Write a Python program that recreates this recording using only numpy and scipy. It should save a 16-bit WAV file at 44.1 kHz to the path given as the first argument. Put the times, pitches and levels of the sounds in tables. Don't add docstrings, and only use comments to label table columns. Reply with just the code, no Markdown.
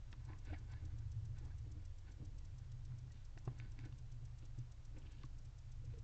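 import sys
import numpy as np
from scipy import signal
from scipy.fft import rfft, irfft
from scipy.io import wavfile
from scipy.ndimage import uniform_filter1d

SR = 44100
rng = np.random.default_rng(int(sys.argv[2]) if len(sys.argv) > 2 else 0)


def invert_db(x):
    u = np.asarray(x, float) / 20
    return 10 ** u


def output_pcm(signal):
    pcm = np.clip(np.atleast_2d(signal).T, -1, 1) * 32767
    wavfile.write(sys.argv[1], SR, np.round(pcm).astype(np.int16))


N = 265967
T = np.arange(N) / SR
CONTROL = 64

# frequency in Hz, width in Hz, level in dB.
WALL_MODES = [(637, 140, -6.5), (807, 160, 1), (1037, 51, 2.5), (1150, 110, -8)]
AIR_MODES = [(1510, 65, 3.5), (1723, 39, 4), (1926, 63, -2), (2190, 140, -1.5)]
BARB_MODES = [(2700, 260, -3), (3210, 360, -7.5), (3633, 64, -1), (3945, 92, -3.5), (4650, 390, -9)]


def unit(x):
    return x / np.sqrt(np.mean(x ** 2))


def modes(x, table):
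    out = 0
    for k, (hz, width, db) in enumerate(table):
        b, a = signal.iirpeak(hz, hz / width, SR)
        out = out + (-1) ** k * invert_db(db) * signal.lfilter(b, a, x)
    return out


def coloured(points):
    hz, db = np.transpose(points)
    log_hz = np.log(np.arange(N // 2 + 1) * SR / N + 1)
    colour = invert_db(np.interp(log_hz, np.log(hz), db, right=-150))
    return unit(irfft(rfft(rng.standard_normal(N)) * colour, N))


def walk(rate):
    hold = int(SR / rate)
    steps = np.repeat(rng.standard_normal(N // hold + 1), hold)
    return unit(uniform_filter1d(uniform_filter1d(steps, hold), hold)[:N])


def ring(hz, t60, rise):
    t = T[:SR // 2]
    y = np.sin(2 * np.pi * hz * t) * (1 - np.exp(-t / rise)) * 1000. ** (-t / t60)
    return y / np.abs(y).max()


def add(out, s, x):
    i = int(s * SR)
    out[i:i + len(x)] += x[:N - i]


def tone(hz, db, sway_db, rate):
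    level = np.sqrt(2) * invert_db(db + sway_db * walk(rate))
    cycles = np.cumsum(hz + 0 * T) / SR + rng.random()
    return level * np.sin(2 * np.pi * cycles)


def grains(rate, spread_db):
    slips = (rng.random(N) < rate / SR) * rng.standard_normal(N)
    return slips * invert_db(spread_db * rng.exponential(size=N))


def swell_db(s, hold, db, rise_db_s, fall_db_s):
    t = T[::CONTROL]
    return db - rise_db_s * np.clip(s - t, 0, None) - fall_db_s * np.clip(t - s - hold, 0, None)


def rubbed(gain, drive, table):
    gain = np.repeat(gain, CONTROL)[:N]
    return gain * modes(drive, table) / np.std(modes(drive, table))


def night():
    # frequency in Hz, density in dB per Hz.
    rumble = [(33, -29), (70, -16.5), (120, -12.5), (150, -20.5), (200, -37.5), (300, -33.5), (380, -43),
              (600, -51.5)]
    return coloured(rumble) * invert_db(-62 + 2.57 * walk(8.2))


def hiss():
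    # frequency in Hz, density in dB per Hz.
    hiss_colour = [(200, -15), (300, -2), (550, 2.5), (1000, -0.5), (2500, -5), (3500, -6.5), (6000, -8),
                   (8800, -7)]
    return invert_db(-75.5) * coloured(hiss_colour)


def picture_buzz():
    # seconds after its start, level in dB.
    spike_train = [(-.0032, -15.5), (-.0015, -10), (0, -6.5), (.0018, -5), (.0039, -7), (.0058, -17),
                   (.0081, -9)]
    # frequency in Hz, width in Hz, level in dB.
    supply = [(3400, 3000, -5.5), (5950, 940, 3.5), (6730, 100, -4.5)]
    whine_mode = [(7680, 1800, 0)]
    sent = (0, 2, 4, 5, 7, 9, 11, 13)
    first_s, late_s, slots_per_s = .1190, .0016, 15
    buzz_db, fizz_db, whine_db = -63.5, -77, -73.5
    spikes, swell, wide = np.zeros((3, N))
    starts = [first_s + second + k / slots_per_s for second in range(6) for k in sent]
    for start, (late, size) in zip(starts, rng.random((len(starts), 2))):
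        start += late_s * (late < .35)
        for s, db in spike_train:
            add(spikes, start + s, invert_db(np.array([db - 2.0 * size])))
        add(swell, start - .007, np.hanning(int(.018 * SR)))
        add(wide, start - .0085, np.hanning(int(.019 * SR)) ** .5)
    buzz = modes(spikes, supply)
    fizz = swell * unit(modes(rng.standard_normal(N), supply))
    whine = wide * unit(modes(modes(rng.standard_normal(N), whine_mode), whine_mode))
    return invert_db(buzz_db) * buzz / buzz.max() + invert_db(fizz_db) * fizz + invert_db(whine_db) * whine


def engines():
    # time in seconds, firing frequency in Hz, level in dB.
    passing = [
        (0, 81.5, -70),
        (.6, 83.16, -60),
        (1.2, 84.97, -53.5),
        (1.8, 86.7, -66),
        (2.3, 87.36, -67.5),
        (2.8, 89.5, -80),
    ]
    idling = [
        (0, 112.8, -61),
        (0.601, 113.5, -61),
        (1.202, 113.9, -53.5),
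        (2.2, 118.5, -77),
        (3.2, 115.5, -77.5),
        (3.8, 113.1, -59.5),
        (4.701, 111, -64),
        (5.3, 112.6, -64),
        (6.03, 114.1, -62.5),
    ]
    out = np.zeros(N)
    for table in (passing, idling):
        s, hz, db = np.transpose(table)
        out += tone(np.interp(T, s, hz), np.interp(T, s, db, right=-90), 2.9, 5.44)
    return out


def motors():
    # time in seconds, shaft speed in Hz, load in dB on the upper orders.
    shaft_a = [
        (0, 22.33, -6.5),
        (1.2, 22.39, 7.5),
        (2.2, 22.41, -0.5),
        (3.499, 22.21, -7),
        (4.5, 21.9, -14.5),
        (6.03, 22.28, 0.5),
    ]
    # time in seconds, load in dB on the upper orders.
    load_b = [
        (0, -2),
        (1.0, 1.5),
        (2.3, -2.5),
        (2.95, 2),
        (3.3, -5.5),
        (4.4, 0),
        (4.9, -7.5),
        (6.03, 0.5),
    ]
    # multiple of the shaft speed, level in dB.
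    orders_a = [(1, -55.5), (2, -66), (3, -62), (4, -62)]
    orders_b = [(1, -62.5), (2, -60), (3, -64), (4, -65.5), (5, -61.5)]
    hz_b, sway_db = 24.49, 0.73
    s, hz_a, load_a_db = np.transpose(shaft_a)
    hz_a, load_a_db = np.interp(T, s, hz_a), np.interp(T, s, load_a_db)
    load_b_db = np.interp(T, *np.transpose(load_b))
    out = np.zeros(N)
    for k, db in orders_a:
        out += tone(k * hz_a, db + (k > 2) * load_a_db, sway_db * k, 3.5)
    for k, db in orders_b:
        out += tone(k * hz_b, db + (k > 3) * load_b_db, sway_db * k, 6.)
    return out


def box_booms():
    # start in seconds, peak in dB, frequency in Hz, t60 in seconds.
    rocks = [(0.3, -47, 101, 0.14), (0.501, -43, 83.6, 0.22), (0.961, -44.5, 114, 0.32),
             (1.15, -40.5, 112, 0.15), (1.591, -45, 104.3, 0.34), (1.781, -55, 129, 0.11),
             (2.201, -48.5, 125.5, .12), (2.901, -47.5, 120, 0.29), (3.801, -55, 121, 0.22),
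             (4.575, -44, 120.2, 0.23), (5.239, -47.5, 125.4, 0.079), (5.872, -44.5, 114, 0.16)]
    out = np.zeros(N)
    for s, db, hz, t60 in rocks:
        add(out, s, invert_db(db) * ring(hz, max(t60, .03), 0.013))
    return out


def foot_thumps():
    # start in seconds, peak in dB, ring frequency in Hz, t60 in seconds.
    steps = [(0.129, -54, 210, 0.012), (0.299, -51, 301, 0.036), (0.525, -46, 296, 0.048),
             (0.825, -63, 310, 0.058), (1.412, -57.5, 310, 0.053), (1.787, -66, 204, 0.054),
             (2.211, -60.5, 202, 0.07), (2.788, -64.5, 194, 0.085), (2.933, -60.5, 200, 0.056),
             (3.147, -62, 213, 0.062), (3.368, -58, 318, 0.054), (3.656, -57.5, 227, 0.042),
             (3.788, -58, 272, 0.076), (3.833, -57, 306, 0.062), (3.856, -51, 297, 0.067),
             (4.428, -61, 292, 0.055), (4.585, -54.5, 285, 0.036), (4.964, -61, 215.9, 0.07),
             (5.187, -62, 204, 0.072), (5.2368, -55.5, 1107, 0.023), (5.239, -55, 299, 0.071),
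             (5.839, -64, 484.5, 0.053), (5.937, -58, 462, 0.063)]
    out = np.zeros(N)
    for s, db, hz, t60 in steps:
        add(out, s, invert_db(db) * ring(hz, max(t60, .01), 0.0014))
    return out


def weight_shifts():
    # start of the hold in seconds, hold in seconds, level in dB.
    shifts = [(0.102, 0.062, -74), (0.298, .01, -64.5), (0.476, 0.037, -72.5), (0.508, .01, -62.5),
              (0.606, 0.15, -75), (.822, 0.044, -68), (0.94, 0.077, -75), (1.41, 0.046, -65.5),
              (1.665, .01, -66), (1.765, 0.009, -71), (1.863, .01, -81.5), (2.075, .02, -70),
              (2.202, 0.037, -65), (2.38, 0.018, -79), (2.802, 0.16, -79), (3.063, 0.022, -79),
              (3.477, 0.018, -62.5), (3.607, 0.07, -76), (3.783, 0.0084, -72), (3.86, 0.014, -69.5),
              (3.965, .03, -79.5), (4.428, 0.0088, -69.5), (4.6, .01, -76.5), (4.966, 0.017, -66),
              (5.045, .05, -75.5), (5.189, .03, -69.5), (5.85, .08, -80.5), (5.97, .01, -70)]
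    # frequency in Hz, width in Hz, level in dB.
    floor_modes = [(200.5, 32, 0.5), (265, 25, 2), (303.7, 26, 4.5), (410, 36, -7), (468.5, 42, -8)]
    gain = np.zeros(len(T[::CONTROL]))
    for s, hold, db in shifts:
        gain += invert_db(swell_db(s, hold, db, rise_db_s=398.5, fall_db_s=170))
    return rubbed(gain, grains(800, 2.2), floor_modes)


def rustles():
    # start of the hold in seconds, hold in seconds, level in dB, brightness in dB from dull wall to
    draws = [(.05, 0.061, -85.5, 5), (.2, 0.0092, -82.5, -3.5), (0.285, 0.028, -70, -4.5),
             (0.467, 0.038, -71, 2), (.53, 0.017, -74, -0.5), (0.702, 0.047, -72, 0),
             (.822, 0.087, -83.5, 0.5), (.99, 0.026, -86.5, -2.5), (1.362, .02, -76.5, 0),
             (1.438, 0.07, -80.5, -6), (1.796, 0.0082, -82.5, 2), (2.074, .02, -76, 2),
             (2.39, 0.0092, -89, 6), (2.614, .03, -84.5, 2), (2.894, .03, -82.5, -3.5),
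             (3.15, 0.031, -79.5, 5), (3.49, 0.024, -80.5, -4.5), (3.458, .01, -81.5, -10),
             (3.598, .05, -74.5, 2.5), (3.788, 0.0075, -76, -2), (3.846, 0.0083, -75.5, 2.5),
             (4.43, .01, -83.5, 8.5), (4.596, 0.0093, -82.5, 3.5), (4.965, .01, -78.5, -4),
             (5.057, 0.0079, -78.5, 4), (5.126, .11, -80.5, 6), (5.9, 0.041, -81, 4)]
    wall_db, barb_db = -3.5, -6.5
    air_loss = 1.2
    wall, air, barb = np.zeros((3, len(T[::CONTROL])))
    for s, hold, db, bright_db in draws:
        level_db = swell_db(s, hold, db, rise_db_s=499.5, fall_db_s=184)
        wall += invert_db(level_db + wall_db - bright_db)
        air += invert_db(level_db - air_loss * max(abs(bright_db) - 2.5, 0))
        barb += invert_db(level_db + barb_db + bright_db)
    slips = grains(3000, 1.6)
    return rubbed(wall, slips, WALL_MODES) + rubbed(air, slips, AIR_MODES) + rubbed(barb, slips, BARB_MODES)


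def feather_strokes():
    # start in seconds, length in seconds, frequency in Hz, level in dB.
    sings = [(.278, .04, 1030, -74), (.474, .035, 1500, -67.5), (.495, 0.017, 590, -65.5),
             (.525, 0.019, 680, -67), (.522, .052, 2190, -71), (.32, .03, 1030, -70.5),
             (.751, .028, 1720, -74.5), (0.47, .02, 1000, -80), (.555, 0.016, 1700, -72),
             (.54, .018, 780, -70.5), (1.5, .022, 1640, -76.5), (2.063, 0.023, 1520, -83),
             (3.1, 0.014, 1900, -77), (4.965, 0.0085, 510, -70), (5.946, 0.044, 455, -68)]
    scrapes = [(.13, .013, 1180, -66.5), (.324, 0.018, 1580, -69.5), (.485, 0.032, 2600, -74.5),
               (.526, 0.026, 1800, -63.5), (3.478, 0.016, 786, -69.5), (3.83, .024, 1740, -75),
               (4.961, 0.02, 2400, -74.5), (5.014, 0.018, 2870, -77), (5.054, 0.03, 2740, -74),
               (5.104, .0145, 2900, -78), (5.177, .026, 2860, -79), (5.196, 0.047, 3120, -83)]
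    out = np.zeros(N)
    for table, width_hz in ((sings, 63), (scrapes, 750)):
        for (s, length, hz, db), rub in zip(table, rng.standard_normal((len(table), 8192))):
            swell = np.hanning(int(length * SR)) ** .5
            rub = rub[:len(swell)] ** 3 * swell
            rub = np.append(rub, np.zeros(2048))
            sung = modes(modes(rub, [(hz, width_hz, 0)]), [(hz, 2 * width_hz, 0)])
            add(out, s, invert_db(db) * sung / np.std(sung[:len(swell)]))
    return out


def clicks():
    # start in seconds, peak in dB, ring in Hz, puff in dB re the peak.
    strikes = [(.128, -51, 1860, -0.5), (0.1293, -52, 3400, -8), (.464, -65, 2500, 2),
               (.528, -55.5, 483, -8), (.532, -49, 735, -5), (0.5453, -51, 1870, -18),
               (1.368, -66.5, 1630, -13), (2.921, -64, 1490, -9), (3.376, -56, 1750, 2),
               (3.3736, -57.5, 720, 0), (3.4746, -36.5, 125.5, -37), (3.4759, -48, 384, -19),
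               (3.4768, -45.5, 786, -10), (3.4766, -46, 1110, -23), (3.600, -44.5, 2270, -11),
               (3.628, -67, 1880, -4), (3.790, -51.5, 2200, 2), (3.799, -67, 3300, 7),
               (3.810, -63, 2200, 2), (3.862, -63, 2700, -8), (3.925, -65.5, 1500, 8.5),
               (4.425, -70, 1500, 6), (5.234, -57.5, 2090, 5.5), (5.938, -65.5, 1000, 5)]
    ring_cycles, puff_s, box_db = 17.8, 0.0017, 5.5
    out, blows = np.zeros(N), np.zeros(N)
    for (s, db, hz, puff_db), puff in zip(strikes, rng.standard_normal((len(strikes), 1024))):
        add(out, s, invert_db(db) * ring(hz, ring_cycles / hz, 0.069 / hz))
        top_hz = 1500 + 1.85 * hz
        band = signal.butter(N=4, Wn=[400, top_hz], btype="band", fs=SR, output="sos")
        puff = unit(signal.sosfilt(band, puff))
        puff = invert_db(db + puff_db) * .5 * puff * np.exp(-T[:1024] / puff_s)
        add(out, s, puff)
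        add(blows, s, puff)
    return out + invert_db(box_db) * modes(blows, WALL_MODES + AIR_MODES + BARB_MODES)


def scene():
    behind = night() + hiss() + picture_buzz() + engines() + motors()
    body = box_booms() + foot_thumps() + weight_shifts()
    preening = rustles() + feather_strokes() + clicks()
    return (behind + body + preening)[None]


def roll_off(x):
    return signal.sosfilt(signal.butter(12, 8760, fs=SR, output="sos"), x)


def record(dry):
    opened = dry * np.clip(.2 + T / .003, 0, 1)
    low_pass = signal.butter(N=7, Wn=7750, fs=SR, output="sos")
    return roll_off(signal.sosfiltfilt(low_pass, opened))


dry = scene()
out = record(dry)
output_pcm(out)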